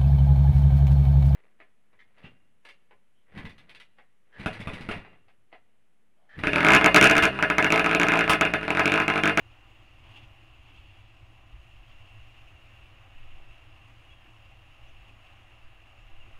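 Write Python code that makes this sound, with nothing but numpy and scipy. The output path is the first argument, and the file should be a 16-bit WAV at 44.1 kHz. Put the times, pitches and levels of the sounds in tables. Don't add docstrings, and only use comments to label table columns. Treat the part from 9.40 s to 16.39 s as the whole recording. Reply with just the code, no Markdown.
import sys
import numpy as np
from scipy import signal
from scipy.fft import rfft, irfft, next_fast_len
from scipy.io import wavfile
from scipy.ndimage import uniform_filter1d, map_coordinates

SR = 44100
rng = np.random.default_rng(int(sys.argv[2]) if len(sys.argv) > 2 else 0)


def unload_audio(sound):
    columns = np.transpose(np.atleast_2d(sound))
    steps = np.round(np.clip(columns, -1, 1) * 32767)
    wavfile.write(sys.argv[1], SR, steps.astype(np.int16))


N = 308259

# time_s, churn_db, foam_db
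WASH_LEVELS = [(0, -64, -63), (0.85, -64.5, -62.5), (1.45, -66, -63), (1.98, -65, -64), (2.22, -65, -62),
               (2.72, -64, -61), (3.2, -63, -61), (4.1, -62.5, -61), (4.95, -64, -62.4), (5.68, -63.5, -61),
               (6.4, -63.5, -63), (6.99, -64, -62)]
# peak_s, slosh_db, spray_db, half_width_s
SPLASHES = [(0.117, -80, -66, .02), (0.665, -63, -62.5, 0.041), (0.716, -62, -57.5, 0.019),
            (0.751, -59, -58, .014), (0.771, -67, -56, 0.012), (0.789, -66, -59, 0.023),
            (0.837, -65, -57.5, 0.017), (1.293, -63.5, -70, 0.019), (1.376, -71, -66, 0.022),
            (1.44, -73.5, -64.5, 0.33), (2.51, -65.5, -62, 0.027), (2.677, -78, -62, 0.012),
            (4.5, -61.5, -73, .03), (5.642, -65, -69, 0.039), (5.692, -72, -66, 0.014),
            (5.87, -69, -60, 0.0071)]
# peak_s, level_db, half_width_s
HISS_SWELLS = [(2.242, -72, 0.19), (2.7, -64, 0.19), (3.36, -64, .04), (3.9, -64, 0.023),
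               (4.11, -59.5, .025), (4.726, -62.5, 0.024), (5.63, -65, 0.028), (5.693, -57.5, 0.014)]
# start_s, level_db
DROP_TICKS = [(0.692, -66), (0.716, -70), (0.766, -62), (0.774, -65), (0.838, -77)]
# frequency_hz, relative_db
CHURN_TONE = [(60, -15), (150, -12.5), (420, -8), (560, -1.5), (670, -2.5), (900, -2), (1050, 1.5),
              (1280, 0.5), (1500, -3.5), (1950, -2), (2400, -7), (3500, -45), (6000, -76)]
FOAM_TONE = [(900, -27), (1800, -8), (2350, 0), (2900, -2), (3250, -2.5), (3750, -8), (4500, -14.5),
             (5350, -16), (5750, -19), (7300, -21), (9000, -24.5), (15500, -28)]
SLOSH_TONE = [(200, 3), (500, -11), (800, -2), (1080, 4), (1500, -8), (2100, -0.5), (2800, -21),
              (6000, -37)]
SPRAY_TONE = [(600, -13), (1550, -10), (2400, 2.5), (2750, -3.5), (2950, 2), (3400, 3.5), (3800, -9.5),
              (4400, -9), (5500, -18.5), (8000, -25.5), (15000, -36)]
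HISS_SWELL_TONE = [(1500, -18), (2400, -3), (2700, 3), (3000, -13), (3600, -22), (8000, -24), (15000, -45)]
DROP_TONE = [(1500, -8), (3400, -2), (4500, -7), (7500, -9), (11000, -15), (15500, -20)]
# pitch_hz, width_hz, boost_db
HOUSING_RINGS = [(555, 50, 3), (770, 125, 8), (2761, 480, 13.5), (6660, 350, 8), (9000, 300, 3),
                 (10560, 330, 7), (12850, 360, 3), (14600, 350, 3)]

# time_s, gain_db
BREEZE_STRENGTH = [(0, -1.5), (0.7, -1.5), (1.6, -0.4), (2.8, 0), (3.4, 0.5), (4.0, -1), (4.6, 0),
                   (5.9, -1), (6.6, -3), (6.99, -1)]
# start_s, swing_db, swing_rate_hz, length_s
MAST_GUSTS = [(2.333, -50, 7.56, 0.79), (3.746, -37.5, 11.7, 0.33), (4.237, -46, 11.7, 0.17),
              (5.398, -49.5, 6.8, 0.26), (6.228, -44.5, 7, 0.11), (6.713, -37, 9.3, 0.13),
              (6.933, -41, 9.1, .06)]
# peak_s, level_db, pitch_hz, half_width_s
AIR_THUMPS = [(0.709, -48, 103, 0.019), (0.84, -46.5, 104, 0.01), (0.918, -43, 62, 0.0068),
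              (1.398, -43.5, 64, 0.01), (1.491, -51.5, 96, 0.039), (1.599, -52, 94, 0.044),
              (1.831, -45, 85, 0.0074), (2.146, -39.5, 43.5, 0.018), (2.196, -44, 54.4, 0.018),
              (2.395, -47, 39, 0.035), (2.759, -48.5, 104, 0.032), (2.814, -46, 62, 0.016),
              (3.144, -54, 107, 0.03), (3.443, -45, 50, 0.012), (3.802, -51, 35.4, 0.038),
              (3.857, -52, 45, .014), (3.944, -46, 42, .02), (4.004, -54, 36, 0.02),
              (4.107, -46, 35.8, 0.014), (4.451, -53.5, 108, 0.015), (5.442, -49.5, 48.7, 0.021),
              (5.624, -47, 44.6, 0.015), (6.648, -46, 31.8, 0.049), (6.898, -48, 100.6, 0.025),
              (6.939, -51, 38, .02)]
# time_s, level_db
RUSH_LEVELS = [(0, -72), (0.9, -72), (1.7, -71.5), (2.3, -74), (2.9, -72), (3.5, -72), (4.2, -71),
               (4.9, -74), (5.3, -73.5), (5.8, -73), (6.3, -74), (6.99, -72)]
# peak_s, level_db, half_width_s
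AIR_PUFFS = [(0.787, -80.5, 0.74), (0.782, -76.5, 0.11), (3.923, -72.5, 0.014), (4.013, -77, 0.014),
             (4.896, -67, 0.03), (5.71, -69, 0.025), (6.876, -73, 0.036)]
# frequency_hz, relative_db
RUMBLE_TONE = [(10, -27.5), (24, -0.5), (46, -0.5), (60, -3), (75, -3), (95, -3.5), (120, -13.5),
               (150, -26), (190, -28), (500, -61), (1500, -100)]
RUSH_TONE = [(120, -30), (180, -9), (250, -3), (300, 1), (350, 0), (380, -8), (450, -12), (1000, -51)]
MOUNT_TONE = [(40, -45), (85, -10), (102, -7.5), (111, 5), (117, -4), (126, -14), (160, -27), (400, -69)]

# pitch_hz, level_db
MOTOR_PITCHES = [(218.6, -82), (327.8, -83.5), (655.6, -74), (1031, -80.5)]
# time_s, gain_db
MOTOR_CARRY = [(0, -17), (0.4, -6), (0.85, -1), (1.35, -5), (2.0, -2.5), (2.9, -3), (4.0, -2), (7, -1)]
# start_s, length_s, start_hz, end_hz, level_db
BIRD_NOTES = [(0.38, 0.033, 3250, 3250, -71), (2.47, 0.03, 3170, 3290, -69),
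              (4.686, 0.021, 2820, 2890, -64), (4.702, 0.032, 3290, 3340, -61.5),
              (4.74, 0.063, 3250, 3190, -70.5), (4.805, 0.045, 3180, 3100, -69),
              (5.479, 0.021, 5820, 6270, -78), (6.797, 0.036, 2914, 2760, -59)]
# frequency_hz, relative_db
HISS_TONE = [(100, 5), (5000, 3.5), (9000, -1.5), (12000, -4), (15500, -22)]
# pitch_hz, level_db
WHINE_PITCHES = [(4887, -99), (5460, -100), (11837, -105)]

DROP_FADE_S = 0.025
RUMBLE_DB, RUMBLE_GUST_DB, MOUNT_DB = -57.5, 0.5, -60.5
SWAY_DB, SWAY_HZ, SWAY_WANDER = -57.5, 11.6, 0.1124
GUST_RISE_S, LOPSIDED = 0.004, 0.085
NOTE_EDGE_S, ECHO_DB, ECHO_FADE_S = 0.0032, -8, 0.25
HISS_DB, TOP_HZ = -81.5, 15740


def surf():
    churn_db, foam_db = curves(WASH_LEVELS)
    ripples = wobble(7)
    churn_noise = housed(patchy(noise(CHURN_TONE), depth_db=1.0))
    churn = amp(churn_db + 0.28 + 0.25 * ripples) * churn_noise
    fizz = amp(0.36 * wobble(22) + 0.78 * wobble(170))
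    foam_noise = housed(patchy(noise(FOAM_TONE), depth_db=0.42))
    foam = amp(foam_db + 0.4 * ripples) * unit(fizz * foam_noise)
    slosh = swells((s, db, width) for s, db, _, width in SPLASHES) * housed(noise(SLOSH_TONE))
    spray = swells((s, db, width) for s, _, db, width in SPLASHES) * housed(noise(SPRAY_TONE))
    return churn + foam + slosh + spray


def hiss_swells():
    return swells(HISS_SWELLS) * housed(noise(HISS_SWELL_TONE))


def drops():
    t = clock()
    ticks = sum(amp(db - 60 * np.abs(t - s) / DROP_FADE_S) * (t >= s) for s, db in DROP_TICKS)
    return ticks * housed(noise(DROP_TONE))


def wind():
    sway, force = mast()
    rumble = amp(RUMBLE_DB + RUMBLE_GUST_DB * force + 1.2 * wobble(14))
    rumble *= steady(noise(RUMBLE_TONE), span_s=0.25)
    airflow = amp(curves(RUSH_LEVELS)[0]) + swells(AIR_PUFFS)
    rush = airflow * amp(1.3 * wobble(26)) * steady(noise(RUSH_TONE), span_s=0.18)
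    ringing = amp(MOUNT_DB - 0.7 * wobble(8.9)) * steady(noise(MOUNT_TONE), span_s=0.15)
    breeze = amp(curves(BREEZE_STRENGTH)[0])
    thumps = sum(amp(db) * swell(s, width) * np.cos(2 * np.pi * hz * (clock() - s))
                 for s, db, hz, width in AIR_THUMPS)
    return sway + breeze * (rumble + ringing) + rush + thumps


def mast():
    cycles = SWAY_HZ * np.cumsum(1 + SWAY_WANDER * wobble(10)) / SR
    motion = amp(SWAY_DB) * unit(np.sin(2 * np.pi * cycles))
    force = np.zeros(N)
    for start_s, db, hz, length_s in MAST_GUSTS:
        t = np.maximum(clock() - start_s, 0)
        rise = 1 - np.exp(-t / GUST_RISE_S)
        shove = amp(db) * rise / (1 + (t / length_s) ** 8)
        phase = 2 * np.pi * hz * t
        motion += shove * (np.sin(phase) + LOPSIDED * np.sin(2 * phase))
        force += shove
    return motion, force / force.max()


def motor():
    wavering_time = np.cumsum(1 + 0.00046 * wobble(4.05)) / SR
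    tones = sum(amp(db + 0.25 * wobble(4.8)) * np.sin(2 * np.pi * hz * wavering_time)
                for hz, db in MOTOR_PITCHES)
    return np.sqrt(2) * amp(curves(MOTOR_CARRY)[0]) * tones


def seabird():
    calls = np.zeros(N)
    for start_s, length_s, start_hz, end_hz, db in BIRD_NOTES:
        progress = np.clip((clock() - start_s) / length_s, 0, 1)
        pitch_hz = (start_hz + (end_hz - start_hz) * progress) * (1 + 0.00436 * wobble(150))
        fade = np.minimum(np.minimum(progress, 1 - progress) * length_s / NOTE_EDGE_S, 1)
        whistle = np.sqrt(2) * np.sin(2 * np.pi * np.cumsum(pitch_hz) / SR)
        calls += amp(db + 1.4 * wobble(90)) * fade * whistle
    t = np.arange(SR // 2) / SR
    tail = rng.standard_normal(len(t)) * np.exp(-np.log(1000) * t / ECHO_FADE_S)
    echo = signal.fftconvolve(calls, tail / np.linalg.norm(tail))[:N]
    return calls + amp(ECHO_DB) * echo


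def amplifier():
    hiss = amp(HISS_DB) * patchy(noise(HISS_TONE), depth_db=3.5)
    whine = sum(amp(db) * np.sin(2 * np.pi * hz * clock()) for hz, db in WHINE_PITCHES)
    return hiss + np.sqrt(2) * whine


def housed(x):
    def boost_db(hz):
        return sum(db / (1 + (2 * (hz - centre) / width) ** 2) for centre, width, db in HOUSING_RINGS)
    return unit(filtered(x, lambda hz: amp(boost_db(hz))))


def amp(db):
    return 10 ** (np.asarray(db) / 20)


def unit(x):
    return x / np.sqrt(np.mean(x ** 2) + 1e-20)


def clock():
    return np.arange(N) / SR


def curves(rows):
    times, *columns = np.transpose(rows)
    return [np.interp(clock(), times, column) for column in columns]


def swell(peak_s, half_width_s):
    return np.exp(-((clock() - peak_s) / half_width_s) ** 2)


def swells(rows):
    return sum(amp(db) * swell(s, width) for s, db, width in rows)


def wobble(rate):
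    return map_coordinates(rng.standard_normal(int(N * rate / SR) + 4), [clock() * rate])


def filtered(x, gain_at):
    size = next_fast_len(N + SR // 2)
    return irfft(rfft(x, size) * gain_at(np.fft.rfftfreq(size, 1 / SR)), size)[:N]


def noise(tone):
    points_hz, db = np.transpose(tone)
    def gain_at(hz):
        return amp(np.interp(np.log(hz + 1), np.log(points_hz + 1), db))
    return unit(filtered(rng.standard_normal(N), gain_at))


def patchy(x, depth_db):
    bands = signal.stft(x, nperseg=512)[2]
    patches = uniform_filter1d(rng.standard_normal(bands.shape), size=8, axis=0)
    patches = uniform_filter1d(patches, size=14, axis=1)
    return unit(signal.istft(bands * amp(depth_db * unit(patches)), nperseg=512)[1][:N])


def steady(x, span_s):
    return x / np.sqrt(np.abs(uniform_filter1d(x ** 2, int(span_s * SR))) + 1e-9)


def scene():
    return (surf() + hiss_swells() + drops() + wind() + motor() + seabird() + amplifier())[None]


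def record(dry):
    return filtered(dry[0], lambda hz: hz < TOP_HZ)[None]


dry = scene()
out = record(dry)
unload_audio(out)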